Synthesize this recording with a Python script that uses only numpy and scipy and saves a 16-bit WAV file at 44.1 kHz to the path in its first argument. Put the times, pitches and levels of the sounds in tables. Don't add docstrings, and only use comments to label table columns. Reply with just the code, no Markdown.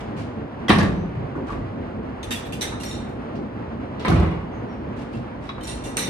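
import sys
import numpy as np
from scipy import signal
from scipy.fft import rfft, irfft, next_fast_len
from scipy.io import wavfile
from scipy.ndimage import map_coordinates

SR = 44100
rng = np.random.default_rng(int(sys.argv[2]) if len(sys.argv) > 2 else 0)


def wav_out(sig):
    wavfile.write(sys.argv[1], SR, np.round(np.clip(np.atleast_2d(sig).T, -1, 1) * 32767).astype(np.int16))


N = 268877
T = np.arange(SR * 3 // 4) / SR


def amp(db):
    return 10 ** (np.asarray(db) / 20)


def unit(x):
    return x / np.sqrt(np.mean(x ** 2) + 1e-20)


def onset_unit(x, size=900):
    return x / np.sqrt(np.mean(x[..., :size] ** 2) + 1e-20)


def along(points, hz):
    f, v = np.transpose(points)
    return np.interp(np.log(hz + 1), np.log(f + 1), v)


def wobble(rate, n=N):
    knots = rng.standard_normal(int(n * rate / SR) + 4)
    return map_coordinates(knots, [np.arange(n) * rate / SR])


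def filtered(x, response, size=8192):
    n = x.shape[-1]
    m = next_fast_len(n + size)
    return irfft(rfft(x, m) * response(np.fft.rfftfreq(m, 1 / SR)), m)[..., :n]


def shaped(x, colour_db):
    n = x.shape[-1]
    m = 2 * next_fast_len(n // 2 + 2048)
    gain_db = np.maximum(colour_db(np.fft.rfftfreq(m, 1 / SR)), -120)
    cepstrum = irfft(np.log(amp(gain_db)))
    return irfft(rfft(x, m) * np.exp(2 * rfft(cepstrum[:m // 2], m)))[..., :n]


def add(track, s, sound):
    part = track[:, round(s * SR):][:, :sound.shape[-1]]
    part += sound[..., :part.shape[1]]


def diffuse(n, colour_db, alike=None):
    if alike is None:
        # frequency in Hz, left-right correlation.
        alike = [(60, 0.96), (130, 0.95), (280, 0.96), (620, 0.2), (1100, 0.6), (1700, -0.54),
                 (3000, -0.0096), (14000, 0.19)]

    def mid_side(hz):
        turn = np.arccos(np.clip(along(alike, hz), -1, 1)) / 2
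        return amp(colour_db(hz)) * [np.cos(turn), np.sin(turn)]

    mid, side = filtered(rng.standard_normal((2, n)), mid_side)
    return unit(np.array([mid + side, mid - side]))


def resonances(peaks, hz):
    return 20 * np.log10(sum(amp(db) / (1 + (2 * (hz - c) / w) ** 2) for c, w, db in peaks))


def burst(colour_db, t60):
    return onset_unit(shaped(diffuse(len(T), np.zeros_like) * amp(-60 * T / t60), colour_db))


def note(hz, t60):
    return np.sin(2 * np.pi * hz * T) * amp(-60 * T / t60) * (1 - np.exp(-T / 0.00066))


def ring(modes, scatter_db, attack_s, detune=0):
    hz, db, t60 = np.transpose(modes)[:, :, None]
    size = amp(db + scatter_db * rng.standard_normal(hz.shape))
    hz = hz * (1 + detune * rng.standard_normal(hz.shape))
    tones = size * np.exp(-np.log(1000) * T / t60) * np.sin(2 * np.pi * hz * T)
    return onset_unit(tones.sum(axis=0) * (1 - np.exp(-T / attack_s)))


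def in_room(x, wet_db):
    # frequency in Hz, t60 in s.
    walls = [(80, 1.0), (300, 1), (1200, 0.56), (4000, 0.53), (9000, 0.41), (14000, 0.19)]
    n = len(T)
    hz, t, z = signal.stft(diffuse(n, np.zeros_like), SR, nperseg=256)
    decay = amp(-60 * t / along(walls, hz)[:, None])
    tail = signal.istft(z * decay, SR, nperseg=256)[1][:, :n]
    tail = tail * (1 - np.exp(-T / 0.0013))
    tail = tail / np.linalg.norm(tail[0])
    return x + amp(wet_db) * signal.fftconvolve(np.atleast_2d(x), tail, axes=1)[:, :n]


def shop(rumble_db, air_db, drone_db):
    # frequency in Hz, density in dB per Hz.
    shop_spectrum = [(25, -21), (45, -17.5), (65, -5.5), (120, -1), (185, -8.5), (230, -1.5), (380, -7.5),
                     (550, -9), (1000, -15), (2000, -25), (3200, -34.5), (5000, -47), (6500, -51.5),
                     (7600, -66.5), (8400, -52), (9600, -64), (14500, -69)]
    # centre in Hz, width in Hz, peak in dB.
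    drone_peaks = [(217, 90, 0)]
    # frequency in Hz, left-right correlation.
    shop_alike = [(60, 0.99), (150, 1), (370, 0.94), (910, -0.2), (2260, 0.2), (5610, 1), (13900, 0.9)]
    # time in seconds, air level in dB before air_db.
    air_stretches = [
        [(0.0, -37.5), (0.508, -42), (0.62, -38)],
        [(1.15, -40), (3.89, -40), (3.95, -38.5)],
        [(4.6, -39.5), (5.502, -41), (5.95, -39.5)],
    ]
    split_hz, left_lead_s = 500, 0.00043

    def low_db(hz):
        return along(shop_spectrum, hz) - 10 * np.log10(1 + (hz / split_hz) ** 4)

    def high_db(hz):
        return along(shop_spectrum, hz) - 10 * np.log10(1 + (split_hz / (hz + 1)) ** 4)

    air = np.interp(np.arange(N) / SR, *np.vstack(air_stretches).T)
    low = diffuse(N, low_db, shop_alike)
    high = diffuse(N, high_db, shop_alike)
    drone = diffuse(N, lambda hz: resonances(drone_peaks, hz), shop_alike)
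    rumble = amp(rumble_db) * low + amp(drone_db) * drone
    noise = amp(1.9 * wobble(12)) * rumble + amp(air + air_db + 0.99 * wobble(20.89)) * high
    return filtered(noise, lambda hz: np.exp(1j * np.pi * left_lead_s * np.outer([1, -1], hz)))


def hum(level_db, centre_hz, half_width_hz, waver_db):
    # time of the top in seconds, rise in dB, half length in s.
    swell_rows = [(1.6, 10.5, 0.071), (2.3, 9, 0.045), (2.947, 3, .2), (5.7, 11.5, 0.36)]
    t = np.arange(N) / SR
    swell = sum(db * np.exp(-((t - s) / length) ** 2) for s, db, length in swell_rows)
    band = diffuse(N, lambda hz: -20 * np.log10(1 + ((hz - centre_hz) / half_width_hz) ** 4))
    return amp(level_db + swell + waver_db * wobble(3.95)) * band


def friction():
    # start in seconds, level in dB, length in s.
    scuff_rows = [(0.0, -43.5, 0.019), (0.163, -43.5, 0.066), (1.465, -47.5, 0.071), (4.96, -48, 0.08),
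                  (5.115, -49, 0.079), (5.409, -51.5, 0.11)]
    # start in seconds, level in dB, pitch in Hz, length in s.
    squeak_rows = [(0.942, -64.5, 6070, 0.1), (4.523, -65.5, 6320, .06), (4.684, -63, 5580, 0.063)]
    # frequency in Hz, density in dB per Hz.
    scrape_spectrum = [(800, 13.5), (2500, 12.5), (4500, 4.5), (7000, -3.5), (10000, -7), (11500, -20),
                       (14000, -15)]
    out, n = np.zeros((2, N)), len(T)

    def stroke(length):
        return np.sqrt(np.abs(np.sin(np.pi * np.minimum(T / length, 1))))

    for s, db, length in scuff_rows:
        grit = unit(diffuse(n, lambda hz: along(scrape_spectrum, hz)) * amp(2.6 * wobble(150, n)))
        add(out, s, amp(db) * in_room(grit * stroke(length), wet_db=-0.5))
    for s, db, pitch_hz, length in squeak_rows:
        phase = 2 * np.pi * np.cumsum(pitch_hz * (1 + 0.02 * wobble(500, n))) / SR
        add(out, s, amp(db) * in_room(np.sin(phase) * stroke(length), wet_db=-0.5))
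    return out


def taps():
    # start in seconds, level in dB, pitch in Hz, width in octaves, t60 in s.
    tap_rows = [(0.698, -18, 316, 0.29, .12), (0.708, -30, 3840, 0.082, 0.073),
                (0.785, -38.5, 4640, 0.48, 0.19), (1.151, -48.5, 1900, .6, .1), (1.15, -33, 120, .5, 0.18),
                (1.357, -27.5, 250, 0.7, 0.18), (1.352, -40, 1290, 0.32, 0.11), (1.378, -35, 620, 0.64, .2),
                (1.487, -36.5, 1180, 0.5, .2), (1.53, -41, 1360, 0.62, 0.085),
                (1.522, -31.5, 241, 0.97, 0.25), (1.602, -32, 84.6, 0.47, .15),
                (2.72, -36.5, 1130, 0.75, 0.25), (3.09, -33, 202, 1.25, 0.18), (2.618, -37, 1980, .5, 0.13),
                (2.834, -42.5, 3630, .9, .07), (3.354, -54.5, 3520, 0.71, 0.23),
                (3.996, -42.5, 2620, 0.84, 0.4), (4.081, -37, 3050, 0.36, 0.035),
                (4.113, -28, 1300, 0.27, 0.061), (4.157, -41, 2500, 0.12, .06),
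                (4.226, -35, 840, 0.65, 0.14), (5.581, -37.5, 1180, 0.65, 0.14),
                (5.969, -33.5, 2300, .4, 0.081), (6.081, -28, 202, 1.25, .2)]
    # start in seconds,
    # level in dB, pitch in Hz, t60 in s.
    tock_rows = [(0.682, -31.5, 3280, 0.04), (0.686, -28, 1980, 0.065), (0.695, -25.5, 3116, .035),
                 (0.696, -11.5, 202, 0.078), (0.785, -32, 1115, 0.27), (0.804, -30.5, 1686, 0.11),
                 (1.505, -32, 1150, 0.075), (4.05, -28.5, 1015, 0.13), (2.616, -37.5, 6080, 0.12),
                 (2.912, -43, 3720, 0.093), (5.14, -52, 2700, 0.13), (5.491, -41.5, 3850, 0.067),
                 (5.969, -30, 8830, .025)]
    # start in seconds, level in dB.
    click_rows = [(5.491, -32)]
    # centre in Hz, width in Hz, peak in dB.
    small_part = [(1210, 300, 4), (2270, 710, -6.5), (3390, 87, -2), (3820, 460, -8), (5400, 840, -25)]
    out = np.zeros((2, N))
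    for s, db, pitch_hz, octaves, t60 in tap_rows:
        def resonance_db(hz):
            return -18 * np.log10(1 + (np.log2((hz + 1) / pitch_hz) / octaves) ** 4)
        knock = burst(resonance_db, t60)
        add(out, s, amp(db) * onset_unit(in_room(knock, wet_db=-7.0)))
    for s, db, pitch_hz, t60 in tock_rows:
        add(out, s, amp(db) * onset_unit(in_room(note(pitch_hz, t60), wet_db=-6.5)))
    for s, db in click_rows:
        click = burst(lambda hz: resonances(small_part, hz), t60=0.092)
        add(out, s, amp(db) * onset_unit(in_room(click, wet_db=-10.5)))
    return out


def rattles(per_s, size_db, wet_db, click_t60, count=56, order=9):
    # start in seconds, level in dB, t60 in s, brightness in dB per octave.
    rattle_rows = [(0.715, -35, 0.24, 4), (0.784, -32.5, 0.19, 3), (0.83, -37.5, 0.12, 0.5),
                   (2.311, -39.5, 0.31, 3.5), (2.614, -41, 0.23, 5), (2.834, -42.5, 0.67, 4),
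                   (4.055, -34, .3, 0), (4.13, -38, 0.58, -1), (5.67, -55.5, .5, 10.5),
                   (5.972, -35, 0.55, 4)]
    # frequency in Hz, gain in dB.
    rattle_colour = [(300, -20.5), (900, 0.5), (2000, -1), (3500, -17), (5000, -20), (9000, -22.5),
                     (14000, -38.5)]
    out, t = np.zeros((2, N)), T[:len(T) // 20]
    for s, db, t60, tilt in rattle_rows:
        clicks = np.zeros((2, len(T)))
        gaps = rng.uniform(.3, 1.7, count) / per_s
        for at in np.cumsum(gaps) - gaps[0]:
            mode_hz = 500 * 28 ** ((np.arange(order) + rng.random(order)) / order)
            click_size = amp(size_db * rng.uniform(-1.1, 1))
            sizes = click_size * np.sqrt(mode_hz) * rng.choice([-1, 1], (2, order))
            tones = sizes @ np.sin(2 * np.pi * np.outer(mode_hz, t))
            add(clicks, at, tones * amp(-60 * t / click_t60))
        chatter = unit(shaped(clicks, lambda hz: along(rattle_colour, hz) + tilt * np.log2(1 + hz / 500)))
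        add(out, s, amp(db) * in_room(chatter * amp(-60 * T / t60), wet_db))
    return out


def touching_twice(hits, gap_s, loss_db):
    return [(s + k * gap_s, db - k * loss_db, *rest) for s, db, *rest in hits for k in (0, 1)]


def clinks(contacts, modes, level_db, tick_db, half_width_hz_at_4k, valley_db, low_t60, high_t60, wet_db,
           detune, chatter_db, lead_t60, clear_db, clear_t60, rise_s):
    # frequency in Hz, density in dB per Hz.
    tick_spectrum = [(500, 11.5), (1500, 2), (3000, 4.5), (6000, -2), (9000, 0), (11000, -7),
                     (13000, -39.5), (14500, -14.5)]
    out = np.zeros((2, N))
    rest_hz, at_first, at_second = np.transpose(modes)
    is_low = rest_hz < 5300
    for s, ring_db, treble_db, place, lead_hz, lead_db in contacts:
        place_db = at_first + np.clip(place, 0, 1) * (at_second - at_first)
        strength = amp(place_db + 2.3 * rng.standard_normal(len(modes)))
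        centre = rest_hz * (1 + detune * rng.standard_normal(len(modes)))
        chatter = amp(chatter_db * wobble(343, len(T)))
        rise = 1 - np.exp(-T / (rise_s * amp(-1.5 * (ring_db + 45.5))))
        skirt = amp(valley_db + 0.14 * (ring_db + 42.5))
        for part, db, t60 in (is_low, ring_db, low_t60), (~is_low, ring_db + treble_db, high_t60):
            part_hz = centre[part, None]

            def clusters(hz):
                off = ((hz - part_hz) / (half_width_hz_at_4k * np.sqrt(part_hz / 4000))) ** 2
                power = 1 / (1 + off) ** 2 + skirt ** 2 / (1 + off / 60) ** 2
                return 10 * np.log10(strength[part] ** 2 @ power)

            signs = rng.choice([-1, 1], (2, part.sum()))
            clear = onset_unit(strength[part] * signs @ note(part_hz, clear_t60))
            metal = (burst(clusters, t60) * chatter + amp(clear_db) * clear) * rise
            add(out, s, amp(db + level_db) * onset_unit(in_room(metal, wet_db)))
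        lead = note(lead_hz, lead_t60) * rise * chatter
        add(out, s, amp(ring_db + lead_db) * onset_unit(in_room(lead, wet_db=-5.5)))
        tick = burst(lambda hz: along(tick_spectrum, hz), t60=0.016)
        add(out, s, amp(ring_db + treble_db / 2 + tick_db) * onset_unit(in_room(tick, wet_db=7.5)))
    return out


def handled_steel():
    # start in seconds, ring in dB before level_db, treble in dB over the ring,
    # place from 0 to 1, leading mode in Hz, its level in dB against the tabled ring.
    steel_hits = [(2.8, -48, 1.5, 0.43, 2795, 2.5), (2.834, -46.5, 3.5, 0.41, 4230, -4),
                  (2.857, -53.5, -1, 0, 5550, 11), (2.883, -52.5, -1.5, 0.51, 7050, 1),
                  (2.911, -45.5, -6, 0, 3714, 3.5), (2.948, -57, -7, 0, 7080, 1),
                  (5.607, -53, -7, 0.35, 3070, 4), (5.631, -48.5, -1.5, 0.34, 8560, -2),
                  (5.64, -52, 3.5, 0.2, 7050, -1), (5.672, -41, -0.5, 0.047, 4200, -6.5),
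                  (5.696, -51.5, 4, 0.081, 8870, 1), (5.838, -48.5, 3.5, 0.53, 3560, -0.5),
                  (5.848, -51.5, 3.5, 0.52, 2800, 4), (5.969, -32.5, 2, 0.9, 8350, -8),
                  (5.991, -39.5, -2, 1, 4020, 0), (6.022, -43, -1, 0.91, 5870, 2),
                  (6.058, -46, -7, 0.93, 3620, 3)]
    # mode in Hz, level in dB struck at place 0, level in dB struck at place 1.
    part_modes = [(1957, -5.5, 6), (2360, -8, -1.5), (2735, -3.5, -4.5), (3070, -3, -7), (3630, -1, 2),
                  (3880, -7, 2), (4180, -1.5, 0), (4446, -11, -6.5), (5640, 4.5, -4.5), (5900, -16, -1.5),
                  (6100, -10, 1), (6920, 0, -13), (7180, -4, -14), (8210, -15, -2), (8300, -10, -3),
                  (8530, 2.5, -8.5), (8860, 0, -8.5), (10580, -4.5, -1), (12600, -8, -1.5),
                  (14010, -30, -7)]
    return clinks(steel_hits, part_modes, level_db=1.0, tick_db=2.5, half_width_hz_at_4k=56, valley_db=-20.5,
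                  low_t60=0.21, high_t60=0.15, wet_db=1.0, detune=0.004, chatter_db=4.0, lead_t60=0.14,
                  clear_db=-1.5, clear_t60=0.15, rise_s=0.00081)


def stay_rod():
    # start in seconds, ring in dB before level_db, treble in dB over the ring,
    # place from tip 0 to shank 1, leading mode in Hz, its level in dB against the tabled ring.
    rod_hits = [(2.229, -38.5, -8, 0.69, 6430, -11), (2.307, -33.5, -4, 0.26, 3740, -5.5),
                (2.313, -33.5, -6, 0.39, 3656, -6), (2.323, -40, -3, 0.024, 2740, -4),
                (2.354, -43, -0.5, 0.034, 3390, 2), (2.451, -47, -8.5, 0.59, 3400, -9),
                (2.523, -38, -7, 0.19, 2750, -8.5), (2.546, -51.5, -7, 0, 2450, -2),
                (2.61, -33, 1, 0.99, 3850, -7), (2.617, -32.5, -3, 0.81, 3950, -2),
                (2.633, -37.5, -5.5, 1, 2090, -5), (2.668, -48.5, -8.5, 0.88, 3700, 7.5)]
    # mode in Hz, level in dB struck at place 0, level in dB struck at place 1.
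    rod_modes = [(1794, 4, 2.5), (2030, -10, 1), (2356, 0.5, -2), (2525, 7.5, -8), (2740, 4.5, -11),
                 (3060, 5, -5), (3440, 2, -1), (3696, -16, 8), (4060, -10, 2.5), (4540, -8, -11),
                 (4920, -2, -20), (5760, -1, 5), (5980, -8, 2.5), (6280, 1, -4), (7340, -9, -6),
                 (7670, 0.5, -14), (8340, -2, -0.5), (8860, -9, -2.5), (9150, -11, -2.5), (10500, 1, -1.5),
                 (11000, -9.5, -5), (12450, -17, -6), (12850, -3, -4.5), (13970, -6, -19.5)]
    return clinks(touching_twice(rod_hits, gap_s=0.008, loss_db=2.5), rod_modes, level_db=-1.6, tick_db=-4.5,
                  half_width_hz_at_4k=32, valley_db=-11.0, low_t60=0.1, high_t60=0.13, wet_db=-7.5,
                  detune=0.0065, chatter_db=2.0, lead_t60=0.088, clear_db=-13, clear_t60=0.18, rise_s=0.0025)


def rattling(contacts, gap_s, loss_db, crack_loss_db, count):
    s, clang, thud, crack = contacts[-1]
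    repeats = [(s + k * gap_s, clang - k * loss_db, thud - k * loss_db, crack - k * crack_loss_db)
               for k in range(1, count + 1)]
    return list(contacts) + repeats


def knocks(contacts, body, metal, body_db, thud_db, clang_db, steel_db, clang_t60, rise_s, wet_db,
           boom_wet_db, tilt_db, tilt_per_db):
    # frequency in Hz, density in dB per Hz.
    thud_spectrum = [(20, -46.5), (45, -5), (90, -1.5), (200, -1.5), (380, -7), (500, -16.5), (680, -17.5),
                     (900, -27), (2000, -58.5)]
    clang_spectrum = [(200, -26), (500, 5), (800, 4), (1200, 4.5), (1900, -1.5), (2500, -1.5), (3200, -6.5),
                      (4300, -11.5), (5700, -30.5), (7000, -38.5), (9000, -50), (14000, -64)]
    crack_spectrum = [(1500, -9.5), (4000, 7.5), (6000, 3.5), (7300, -6), (8600, -1), (10500, -5),
                      (11800, -11), (13000, -9.5), (14500, -22)]
    out = np.zeros((2, N))
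    for s, clang, thud, crack in contacts:
        push = burst(lambda hz: along(thud_spectrum, hz), t60=0.038)
        push = onset_unit(in_room(push, boom_wet_db))
        boom = amp(body_db) * ring(body, scatter_db=1.5, attack_s=0.0073) + amp(thud_db) * push
        steel = burst(lambda hz: along(clang_spectrum, hz), clang_t60)
        steel = steel + amp(steel_db) * ring(metal, scatter_db=2.0, attack_s=0.0006, detune=0.0061)
        steel = steel * amp(4.8 * wobble(223, len(T))) * (1 - np.exp(-T / rise_s))
        brightness = tilt_db + tilt_per_db * (clang - thud)
        steel = shaped(steel, lambda hz: brightness * np.log2(np.clip(hz, 700, 3500) / 1500))
        edge = burst(lambda hz: along(crack_spectrum, hz), t60=0.055) * (1 - np.exp(-T / 0.0012))
        add(out, s, amp(thud) * boom)
        add(out, s, amp(clang + clang_db) * onset_unit(in_room(steel, wet_db)))
        add(out, s, amp(crack) * onset_unit(in_room(edge, wet_db=-2.0)))
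    return out


def bench():
    # start in seconds, clang in dB before clang_db, thud in dB, crack in dB.
    bumps = [(4.047, -24.5, -29.5, -52), (4.081, -29, -15.5, -38), (4.099, -31, -10.5, -43),
             (4.123, -34.5, -18.5, -48), (4.159, -30, -24.5, -51), (4.197, -36, -18.5, -51),
             (4.222, -34, -23.5, -59.5)]
    # frequency in Hz, level in dB, t60 in s.
    bench_modes = [(60.4, -5, 0.92), (81.1, 1.5, 0.47), (117.3, -6, 1), (161.6, 0, 0.53), (185, 1, 0.54),
                   (240, -8, 0.26), (325.4, -11.5, 1)]
    fitting_modes = [(717, -1, 0.23), (1050, 1.5, 0.16), (1120, -2.5, .35), (1310, -7, 0.17),
                     (1970, -5, .3), (2130, -2, 0.22), (2436, -3, .22), (2880, -5, 0.34), (3430, -6, 0.2),
                     (3670, -7, 0.2)]
    contacts = rattling(bumps, gap_s=0.044, loss_db=3.5, crack_loss_db=1.5, count=2)
    return knocks(contacts, bench_modes, fitting_modes, body_db=-7.0, thud_db=-6.0, clang_db=-0.5,
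                  steel_db=-10.5, clang_t60=0.048, rise_s=0.0033, wet_db=4.5, boom_wet_db=-1.0,
                  tilt_db=-1.2, tilt_per_db=0.2)


def ram():
    # start in seconds, clang in dB before clang_db, thud in dB, crack in dB.
    landings = [(0.683, -21, -42, -38), (0.692, -15.5, -19.5, -32.5), (0.697, -13.5, -14, -38.5),
                (0.707, -15.5, -20, -41), (0.718, -19.5, -21, -44), (0.751, -31, -19.5, -45),
                (0.785, -24, -15.5, -42), (0.806, -26, -25, -49), (0.829, -27, -14, -54),
                (0.85, -33, -23, -53), (0.922, -42, -22, -68)]
    # frequency in Hz, level in dB, t60 in s.
    frame_modes = [(61.5, -6.5, 1), (101, 0, 0.85), (170.2, 4, 0.7), (202.3, -3, 0.76), (215, 1.5, 0.2),
                   (306, -4, 0.3), (326, -22, 0.51), (402, -8, 0.81)]
    steel_modes = [(933, -9, 0.22), (1108, 1.5, 0.32), (1194, 1.5, 0.3), (1336, -6, 0.2), (1560, -4.5, .25),
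                   (1660, 8, 0.12), (1820, 2.5, 0.29), (1868, 13.5, 0.089), (1977, 1.5, 0.18),
                   (2096, 3.5, 0.12), (2380, -4.5, 0.22), (2600, -5, .2), (2775, -4.5, 0.2),
                   (3100, -12, 0.16), (3580, -5.5, 0.2), (3810, 0.5, 0.1), (4000, -9.5, 0.19),
                   (4500, -6.5, .2), (4800, -9, 0.1), (5670, -11, .18)]
    return knocks(landings, frame_modes, steel_modes, body_db=-8.5, thud_db=-4.0, clang_db=-2.0,
                  steel_db=-6.5, clang_t60=0.063, rise_s=0.0014, wet_db=-7.0, boom_wet_db=-3.5,
                  tilt_db=-1.0, tilt_per_db=0.05)


def scene():
    floor = shop(rumble_db=-33, air_db=2.0, drone_db=-41.0)
    floor = floor + hum(level_db=-46.5, centre_hz=55.5, half_width_hz=15.6, waver_db=2.0)
    loose = friction() + taps() + rattles(per_s=110, size_db=5.5, wet_db=-5.5, click_t60=.03)
    return floor + loose + handled_steel() + stay_rod() + bench() + ram()


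def record(dry):
    # frequency in Hz, left minus right in dB.
    lean = [(60, -2), (200, -1), (700, 0.1), (2500, -1), (5000, -0.6), (8500, -6), (13000, 1)]
    low_cut_hz, top_hz = 36, 14500
    notch_db, notch_hz, notch_width_hz = 12, 11750, 420

    def colour(hz):
        return amp(np.outer([.5, -.5], along(lean, hz))) * (1 - 1 / (1 + (hz / low_cut_hz) ** 4))

    heard = filtered(dry, colour)
    heard = filtered(heard, lambda hz: amp(-notch_db * np.exp(-((hz - notch_hz) / notch_width_hz) ** 2)))
    rounded = heard / (1 + np.abs(heard / .96) ** 6) ** (1 / 6)
    return filtered(rounded, lambda hz: hz < top_hz)


dry = scene()
out = record(dry)
wav_out(out)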